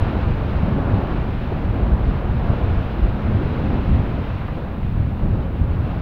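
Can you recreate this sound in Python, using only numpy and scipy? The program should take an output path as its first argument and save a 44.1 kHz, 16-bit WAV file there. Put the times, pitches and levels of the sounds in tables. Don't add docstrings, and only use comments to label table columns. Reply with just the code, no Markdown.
import sys
import numpy as np
from scipy import signal
from scipy.fft import rfft, irfft
from scipy.io import wavfile
from scipy.ndimage import uniform_filter1d

SR = 44100
rng = np.random.default_rng(int(sys.argv[2]) if len(sys.argv) > 2 else 0)


def wav_out(sig):
    wavfile.write(sys.argv[1], SR, np.round(np.clip(np.atleast_2d(sig).T, -1, 1) * 32767).astype(np.int16))


N = 265150
TIME = np.arange(N) / SR
FREQS = np.maximum(np.fft.rfftfreq(N, 1 / SR), 1)

# frequency_hz, relative_db
LAVA_SPECTRUM = [(130, -7.5), (290, -0.5), (410, -6.5), (550, -5.5), (800, -8.5), (1400, -14.5),
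                 (1950, -22.5), (2700, -24.5), (3300, -30.5), (3900, -33), (5000, -44.5), (6500, -56),
                 (10000, -80.5)]


def undb(db):
    return 10 ** (np.asarray(db) / 20)


def unit(x):
    return x / np.sqrt(np.mean(x ** 2))


def curve(points):
    times_s, values = np.transpose(points)
    return np.interp(TIME, times_s, values)


def colour(x, spectrum):
    hz, db = np.transpose(spectrum)
    gain = undb(np.interp(np.log(FREQS), np.log(hz), db))
    return unit(irfft(rfft(x) * gain, N))


def band(x, low_hz, high_hz, order=4):
    low_cut = 1 + (low_hz / FREQS) ** (2 * order)
    high_cut = 1 + (FREQS / high_hz) ** (2 * order)
    return irfft(rfft(x) / np.sqrt(low_cut * high_cut), N)


def wander(rate_hz):
    hold = max(int(SR / rate_hz), 2)
    steps = rng.standard_normal(N)[np.arange(N) // hold]
    return unit(uniform_filter1d(uniform_filter1d(steps, hold), hold))


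def swell(start_s, length_s, attack_s, release_s):
    rise = np.clip((TIME - start_s) / attack_s + .5, 0, 1)
    return rise * np.exp(-np.maximum(TIME - start_s - length_s, 0) / release_s)


def churn(x, flicker_db=0.5, surge_db=0.5):
    shared_db = surge_db * wander(9.7)
    octaves_hz = 110 * 2 ** np.arange(7)
    return sum(band(x, hz, 2 * hz) * undb(shared_db + flicker_db * wander(22)) for hz in octaves_hz)


def lava_rush(split_hz=1700, roar_gain_db=2.5, gas_gain_db=3):
    # time_s, relative_db
    roar_levels = [(0, -30.5), (.45, -32), (.95, -30), (1.42, -35.5), (1.7, -32), (2.3, -33), (2.52, -31),
                   (2.9, -34), (3.6, -33.5), (4.05, -33), (4.35, -37), (4.5, -35.5), (4.85, -40),
                   (5.3, -37), (5.7, -37), (6.0, -35.5)]
    # time_s, relative_db
    gas_levels = [(0.0, -43), (0.48, -45.5), (0.97, -45.5), (2.02, -47.5), (2.07, -45), (2.19, -47),
                  (2.56, -44.5), (3.0, -46.5), (3.65, -44.5), (4.45, -47), (4.67, -51), (5.76, -50.5),
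                  (6.01, -47)]
    bursts = rng.standard_normal(N) * undb(0.6 * wander(180))
    roar = churn(colour(bursts, LAVA_SPECTRUM))
    roar = unit(band(roar, 200, split_hz))
    gas = colour(rng.standard_normal(N), LAVA_SPECTRUM)
    gas = unit(band(gas, split_hz, 12000) * undb(0.59 * wander(25)))
    return roar * undb(curve(roar_levels) + roar_gain_db) + gas * undb(curve(gas_levels) + gas_gain_db)


def eddies(spectrum, span_s, evenness):
    pressure = colour(rng.standard_normal(N), spectrum)
    power = uniform_filter1d(pressure ** 2, int(span_s * SR)) + 1e-9
    return unit(pressure / power ** (evenness / 2))


def wind_on_microphone(breeze_flutter_db=-29.5):
    # time_s, level_db
    breeze = [(0, -22), (1.4, -23.5), (2.3, -24), (2.9, -25), (4.1, -22.5), (4.65, -27), (5.3, -24),
              (6.0, -24)]
    # start_s, length_s, boom_db, flutter_db
    gusts = [(0.0, 0.027, -15.5, -31.5), (0.152, 0.04, -24.5, -27), (0.24, 0.09, -18, -34),
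             (0.524, 0.068, -20, -33), (0.612, 0.2, -29, -22.5), (0.868, 0.11, -21.5, -21.5),
             (1.144, 0.063, -24, -29), (1.647, 0.055, -18.5, -30), (1.786, 0.18, -22, -29.5),
             (2.054, .12, -25.5, -26), (2.257, 0.13, -19.5, -31.5), (2.439, 0.09, -17, -30.5),
             (2.609, 0.19, -18, -44), (2.965, 0.15, -21.5, -33.5), (3.245, 0.12, -20.5, -23.5),
             (3.417, .05, -22.5, -28.5), (3.62, 0.17, -23, -25), (3.876, .11, -16, -23.5),
             (4.82, 0.14, -22.5, -32), (4.958, 0.13, -19, -37), (5.223, .18, -18.5, -29),
             (5.60, 0.027, -13.5, -43), (5.677, 0.14, -20.5, -33.5)]
    # frequency_hz, relative_db
    boom_spectrum = [(10, -12.5), (22, -7.5), (50, -2.5), (95, -2.5), (130, -8), (200, -24.5), (400, -31),
                     (900, -84.5), (3000, -120)]
    # frequency_hz, relative_db
    flutter_spectrum = [(70, -28), (115, 4), (150, 3.5), (215, 3), (290, -10.5), (420, -23), (900, -61),
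                        (4000, -110)]
    boom_power = undb(curve(breeze)) ** 2
    flutter_power = np.full(N, undb(breeze_flutter_db) ** 2)
    for start_s, length_s, boom_db, flutter_db in gusts:
        gust = swell(start_s, length_s, attack_s=0.028, release_s=0.03)
        boom_power += (undb(boom_db) * gust) ** 2
        flutter_power += (undb(flutter_db) * gust) ** 2
    boom = eddies(boom_spectrum, span_s=0.084, evenness=0.83) * np.sqrt(boom_power)
    flutter = eddies(flutter_spectrum, span_s=0.041, evenness=0.44) * np.sqrt(flutter_power)
    return boom + flutter


def wind_thumps(width_cycles=0.6):
    # centre_s, pitch_hz, peak_db
    strong_eddies = [(0.633, 128, -12), (0.724, 110, -10.5), (0.947, 95, -9.5), (1.833, 58, -9),
                     (1.931, 56, -7), (2.039, 50, -12), (2.091, 48, -8.5), (3.042, 44, -9.5),
                     (3.365, 81, -16), (3.914, 55, -13), (3.958, 85, -9), (5.013, 75, -15),
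                     (5.244, 127, -10.5)]
    thumps = np.zeros(N)
    for centre_s, pitch_hz, peak_db in strong_eddies:
        cycles = (TIME - centre_s) * pitch_hz
        envelope = np.exp(-(cycles / width_cycles) ** 2 / 2)
        thumps += undb(peak_db) * np.cos(2 * np.pi * cycles) * envelope
    return thumps


def fountain_surges(low_hz=230, flicker_db=1.1):
    # start_s, length_s, level_db, high_hz
    surges = [(0.662, 0.47, -34, 427), (1.6, 0.46, -36, 603), (2.467, 0.088, -40, 430),
              (2.98, 0.17, -35, 374), (3.306, 0.46, -30.5, 430), (5.202, 0.36, -36, 550)]
    puffs = colour(rng.standard_normal(N), LAVA_SPECTRUM) * undb(flicker_db * wander(30))
    fountain = np.zeros(N)
    for start_s, length_s, level_db, high_hz in surges:
        envelope = swell(start_s, length_s, attack_s=0.038, release_s=0.2)
        fountain += undb(level_db) * envelope * unit(band(puffs, low_hz, high_hz))
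    return fountain


def spatter(rise_s=0.003):
    # start_s, relative_db, pitch_hz, decay_s
    landings = [(0.779, -21, 395, 0.018), (1.516, -20, 322, 0.017), (3.306, -23, 313, 0.0099),
                (4.177, -27, 352, 0.024), (4.299, -20.5, 610, 0.005), (4.412, -29.5, 890, 0.013),
                (4.478, -25.5, 895, 0.008), (4.571, -30.5, 480, 0.018)]
    slaps = np.zeros(N)
    for start_s, relative_db, pitch_hz, decay_s in landings:
        age_s = np.maximum(TIME - start_s, 0)
        envelope = (1 - np.exp(-age_s / rise_s)) * np.exp(-age_s / decay_s)
        splash = band(rng.standard_normal(N), pitch_hz / np.sqrt(2), pitch_hz * np.sqrt(2), order=3)
        slaps += undb(relative_db) * unit(splash) * envelope
    return band(slaps, 120, 3200)


def scene():
    return (lava_rush() + spatter() + wind_on_microphone() + wind_thumps() + fountain_surges())[None]


def record(dry, hiss_db=-66, top_hz=15700):
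    # frequency_hz, relative_db
    hiss_spectrum = [(3000, -13.5), (8000, -7.5), (11000, -5), (13500, -2), (15700, 1)]
    hiss = undb(hiss_db) * colour(rng.standard_normal(N), hiss_spectrum)
    lowpass = signal.ellip(12, .1, 80, top_hz, fs=SR, output="sos")
    return signal.sosfilt(lowpass, dry + hiss)


dry = scene()
out = record(dry)
wav_out(out)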